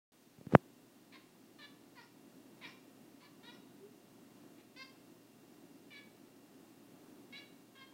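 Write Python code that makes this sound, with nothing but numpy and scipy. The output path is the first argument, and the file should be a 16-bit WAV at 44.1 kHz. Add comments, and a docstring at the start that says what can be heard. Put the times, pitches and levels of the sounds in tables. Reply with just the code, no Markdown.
"""A cat chirping in a quiet room

A cat on a carpet chirps at something: its vocal folds buzz in short squeaks, some clear, some hoarse,
shaped by its throat and mouth. It also coos once with its mouth shut. The room echoes each call.
A hand bumps the phone at the start. Ventilation murmurs, with a thin electric whine and microphone hiss."""
import sys
import numpy as np
from scipy import signal
from scipy.fft import rfft, irfft, next_fast_len
from scipy.io import wavfile

SR = 44100
rng = np.random.default_rng(int(sys.argv[2]) if len(sys.argv) > 2 else 0)


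def dump(signal):
    """Clip the signal to [-1, 1] and save it as 16-bit WAV at the path in sys.argv[1]."""
    limited = np.clip(np.atleast_2d(signal).T, -1, 1)
    pcm = np.round(limited * 32767).astype(np.int16)
    wavfile.write(sys.argv[1], SR, pcm)


N = 349713
T = np.arange(N) / SR

# The cat's chirps: start_s, length_s, opening_pitch_hz, held_pitch_hz, level_db, swell_db,
# roughness_0_to_1, throat_db, mouth_hz, mouth_db, upper_hz, upper_db (the last five set the resonances)
CAT_CHIRPS = [ (1.122, 0.052, 588, 526, -60, 7, 0.35, 4, 2120, 2, 4020, 3),
              (1.586, 0.079, 604, 576.4, -58, 5.5, 0.24, 4, 1890, -4.5, 3780, 4.5),
              (1.954, .058, 548, 466, -58.5, 14.5, 0.16, 14, 1870, 6, 4400, 6),
              (2.612, 0.058, 559, 469.5, -52.3, 7.5, 0.32, 6, 2260, 7.5, 3750, 5),
              (3.204, 0.074, 549, 581, -65, 5, 0.4, 11.5, 2170, -4, 4350, 4),
              (3.431, 0.087, 445, 481.6, -58.5, 5, 0.16, 6, 1870, -0.5, 3670, 7.5),
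              (4.578, 0.044, 564, 563, -72, 0, .8, -8, 2310, 0, 3960, 1),
              (4.761, 0.083, 508.5, 531, -55, 7.5, .09, -6.5, 2000, -5, 4750, 0.5),
              (5.905, 0.099, 599, 568, -57, 4, 0.2, -5, 2300, 6, 3750, 1.5),
              (7.324, 0.078, 541, 561, -53, 6, 0.17, -8, 2290, 4.5, 3750, 4),
              (7.751, .097, 547, 533.3, -60, 8, 0.13, -0.5, 1800, -5, 3290, -0.5)]
# Soft calls with the mouth shut: start_s, length_s, opening_pitch_hz, closing_pitch_hz, level_db
CAT_COOS = [(3.79, .095, 368, 432, -61)]
# The tone of the voice between its resonances: frequency_hz, gain_db
VOICE_SPECTRUM = [(200, -42), (500, -14), (1000, -22), (1600, -10), (3000, -10), (4200, -12), (5400, -21),
                  (6500, -34), (9000, -43), (14000, -54)]
# The resonances during a rasp: throat_db, mouth_hz, mouth_db, upper_hz, upper_db
RASP_RESONANCES = (8, 2402, -16, 5400, 3)
# Bumps on the phone's case: start_s, strength_db, contact_ms
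CASE_BUMPS = [(0.383, -46, 3.9), (.4115, -44.5, 1.6), (0.4676, -34, 3.3), (.5238, -35, .4),
              (.526, -33.5, .9), (.5354, -19, 2.4), (0.5491, -14, 1.8), (0.5512, 0.5, 0.46)]
# What the case passes to the microphone: frequency_hz, gain_db
CASE_SPECTRUM = [(140, 2), (330, -3.5), (540, -4.5), (1000, -11), (1700, -14), (2600, -20.5), (4000, -23.5),
                 (8000, -27), (16000, -33.5)]
# The tone of the ventilation: frequency_hz, gain_db
VENT_SPECTRUM = [(25, -35.5), (50, -32), (80, -27.5), (115, -16), (160, -5.5), (210, -2.5), (270, 1.5),
                 (350, -2), (460, -11), (680, -14.5), (1000, -18.5), (2000, -28), (5000, -34.5)]
# How loud the ventilation is over time: time_s, level_db
VENT_LEVELS = [(.1, -68.5), (.35, -65.5), (.6, -62), (1.2, -63.5), (2.5, -61), (7.9, -61.5)]
# Electric hum and whine: pitch_hz, level_db (against the ventilation)
HUM_TONES = [(118.4, -17), (280, -10.5), (588, -23.5), (705, -20.5), (1879, -27.5), (2762, -23.5),
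             (14998, -34.5)]
# The tone of the microphone's hiss: frequency_hz, gain_db
HISS_SPECTRUM = [(100, -0.5), (2000, 0), (4000, -0.5), (7000, -3), (9000, -4), (11000, -6.5), (15500, -4.5)]


def cat(hoarse_below_hz=500, rasp_s=0.052, overlap_s=0.00208):
    """All the calls, heard through the room; low chirps break into a rasp as the mouth closes."""
    calls = np.zeros(N)
    for start_s, length_s, open_hz, held_hz, db, swell_db, roughness, *resonances in CAT_CHIRPS:
        add(calls, start_s, chirp(length_s, open_hz, held_hz, db, resonances, swell_db, roughness))
        if held_hz < hoarse_below_hz:
            rasp = chirp(rasp_s, held_hz, held_hz, db - 10, RASP_RESONANCES, swell_db=-8, roughness=0.64)
            add(calls, start_s + length_s - overlap_s, rasp)
    for start_s, *call in CAT_COOS:
        add(calls, start_s, coo(*call))
    return room(calls)


def chirp(length_s, open_hz, held_hz, db, resonances, swell_db, roughness,
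          settle_s=.023, attack_s=.003, shimmer_db=2.8, flutter_db=3, size=6000):
    """The vocal folds buzz and settle on a note; if they close badly, it shakes and air rasps through."""
    t = np.arange(size) / SR
    progress = np.clip(t / length_s, 0, 1)
    pitch_hz = held_hz + (open_hz - held_hz) * np.exp(-(t / settle_s) ** 2)
    wobble = .006 * wander(size, 67) + .07 * roughness * wander(size, 404)
    phase = 2 * np.pi * np.cumsum(pitch_hz * (1 + wobble)) / SR
    # the cat faces away: its harmonics arrive by detours, out of step, each swelling and dipping alone
    buzz = sum(np.cos(k * phase + 2 * np.pi * rng.random()) * undb(shimmer_db * wander(size, 76))
               for k in range(1, 17))
    breath = rng.standard_normal(size) * (1 + np.cos(phase))  # one puff per cycle
    clear = max(1 - roughness, 0) * throat_and_mouth(buzz, progress, *resonances)
    hoarse = 1.2 * roughness * throat_and_mouth(breath, progress, *resonances)
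    fade = np.clip(t / attack_s, 0, 1) * np.clip((1 - progress) / .25, 0, 1)
    effort = undb(swell_db * progress + flutter_db * roughness * wander(size, 145))
    voice = (clear + hoarse) * fade * effort
    return undb(db) * unit(voice[t < length_s])


def throat_and_mouth(source, opening, throat_db, mouth_hz, mouth_db, upper_hz, upper_db,
                     throat_hz=1000, jaw_db=6, size=8192):
    """The mouth rings at once; the throat and the upper resonance grow as the jaw drops."""
    hz = np.fft.rfftfreq(size, 1 / SR) + 1
    spectrum = rfft(source, size)
    mouth = contour(VOICE_SPECTRUM, hz) + undb(mouth_db) * resonance(hz, mouth_hz, width_hz=600)
    throat = undb(throat_db) * resonance(hz, throat_hz, width_hz=330)
    upper = undb(upper_db) * resonance(hz, upper_hz, width_hz=520)
    steady = irfft(spectrum * mouth)[:len(source)]
    growing = irfft(spectrum * (throat + upper))[:len(source)]
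    return unit(steady + growing * undb(jaw_db * (opening - 1.5)))


def coo(length_s, open_hz, close_hz, db):
    """With the mouth shut, only the voice's lowest tone gets out, sliding upward."""
    progress = np.linspace(0, 1, int(length_s * SR))
    phase = 2 * np.pi * np.cumsum(open_hz + (close_hz - open_hz) * progress) / SR
    return undb(db) * unit(np.sin(phase) * np.sin(np.pi * progress))


def room(voice, early_s=0.12, early_db=-10, late_s=0.47, late_db=-3.5, delay_s=0.0041):
    """Near walls and furniture throw the voice back at once; a longer wash of echoes follows."""
    t = np.arange(SR // 2) / SR
    echoes = 0
    for fade_s, db in ((early_s, early_db), (late_s, late_db)):
        fade = np.exp(-np.log(1000) * t / fade_s)  # 60 dB down after fade_s
        tail = rng.standard_normal(len(t)) * fade * (t > delay_s)
        echoes = echoes + undb(db) * tail / np.linalg.norm(tail)
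    return voice + signal.fftconvolve(voice, echoes)[:N]


def hand_on_phone(light_below_db=-30, rub_db=-56, snap_db=-47, crackle_db=-57):
    """Fingers shift on the case: light ticking touches, a short rub, one hard click, a fine crackle."""
    bumps, case = np.zeros(N), case_ring()
    for start_s, db, contact_ms in CASE_BUMPS:
        add(bumps, start_s, bump(case, db, contact_ms))
        if db < light_below_db:  # a light touch begins with a bright tick
            add(bumps, start_s, bump(case, db - 9, contact_ms=.15))
    slips = unit(rng.standard_normal(N) ** 3)  # cubing makes the noise spiky
    rub = signal.fftconvolve(slips * burst(.538, width_s=0.025), case)[:N]
    rub = keep_band(rub, "low", 4500, order=1)
    # the last, hardest bump snaps brightly, and the plastic crackles as it springs back
    bright_noise = keep_band(rng.standard_normal(N), "high", 3000)
    snap = signal.fftconvolve(bright_noise * burst(CASE_BUMPS[-1][0], width_s=0.0017), case)[:N]
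    crackle = keep_band(slips, "high", 3000) * burst(.565, width_s=0.0046)
    touches = bumps + undb(rub_db) * rub + undb(snap_db) * snap + undb(crackle_db) * crackle
    return keep_band(touches, "high", 82)


def bump(case, db, contact_ms):
    """One push on the case; a longer push gives a duller bump."""
    ms = np.arange(SR // 100) * 1000 / SR
    push = np.sin(np.pi * np.minimum(ms / contact_ms, 1)) ** 2
    sound = np.convolve(case, push)
    return -undb(db) * sound / np.abs(sound).max()


def case_ring(bass_cut_hz=135, size=4096):
    """How the case rings after a sharp tap, heard through the microphone's bass cut."""
    gains = contour(CASE_SPECTRUM, np.fft.rfftfreq(size, 1 / SR))
    # turn the gains into a ring that comes only after the tap (minimum phase)
    cepstrum = irfft(np.log(gains))
    cepstrum[1:size // 2] *= 2
    cepstrum[size // 2 + 1:] = 0
    ring = irfft(np.exp(rfft(cepstrum)))
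    ring = keep_band(ring, "high", bass_cut_hz, order=3)
    return ring / np.abs(ring).max()


def ventilation(sway_db=1.22, drift_hz=1.7):
    """Moving air murmurs and sways gently, while motor and mains tones waver."""
    air = noise(VENT_SPECTRUM) * undb(sway_db * wander(N, 7.2))
    hum = 0
    for pitch_hz, db in HUM_TONES:
        phase = 2 * np.pi * np.cumsum(pitch_hz + drift_hz * wander(N, 2.8)) / SR
        hum = hum + undb(db) * unit(np.sin(phase))
    return (air + hum) * undb(np.interp(T, *np.transpose(VENT_LEVELS)))


def microphone_hiss(level_db=-70.5):
    """The microphone adds a faint, steady hiss of its own."""
    return undb(level_db) * noise(HISS_SPECTRUM)


def undb(db):
    """Turn decibels into a gain to multiply by."""
    return 10 ** (np.asarray(db) / 20)


def unit(x):
    """Scale a sound so its average strength (rms) is 1."""
    return x / np.sqrt(np.mean(x ** 2) + 1e-30)


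def add(track, start_s, sound):
    """Mix a sound into the track at start_s."""
    i = int(start_s * SR)
    track[i:i + len(sound)] += sound[:N - i]


def wander(size, hz):
    """A random drift, roughly 1 either way, that picks a new value hz times a second."""
    return np.interp(np.arange(size) / SR * hz, np.arange(size), rng.standard_normal(size))


def burst(centre_s, width_s):
    """A smooth rise and fall around centre_s."""
    return np.exp(-((T - centre_s) / width_s) ** 2)


def contour(points, hz):
    """Read the gains at hz off a table of frequency_hz, gain_db."""
    points_hz, db = np.transpose(points)
    return undb(np.interp(np.log(hz + 1), np.log(points_hz), db))


def resonance(hz, centre_hz, width_hz):
    """A steep peak of gain, 1 at its centre."""
    return 1 / (1 + ((hz * hz - centre_hz * centre_hz) / (hz * width_hz)) ** 2)


def keep_band(x, side, edge_hz, order=2):
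    """Keep the "low" or "high" side of edge_hz; a higher order cuts more steeply."""
    return signal.sosfilt(signal.butter(order, edge_hz, side, fs=SR, output="sos"), x)


def noise(points):
    """Noise of strength 1, shaped by a table of frequency_hz, gain_db."""
    size = next_fast_len(N, True)
    gains = contour(points, np.fft.rfftfreq(size, 1 / SR))
    return unit(irfft(rfft(rng.standard_normal(size)) * gains, size)[:N])


def scene():
    """Cat, hand and background at one microphone."""
    return (cat() + hand_on_phone() + ventilation() + microphone_hiss())[None]


def record(dry, start_s=.12, top_hz=15800):
    """The phone opens its microphone a moment late and cuts the highest treble."""
    treble_cut = signal.ellip(10, .1, 60, top_hz, fs=SR, output="sos")
    return signal.sosfilt(treble_cut, dry * (T > start_s))


dry = scene()
out = record(dry)
dump(out)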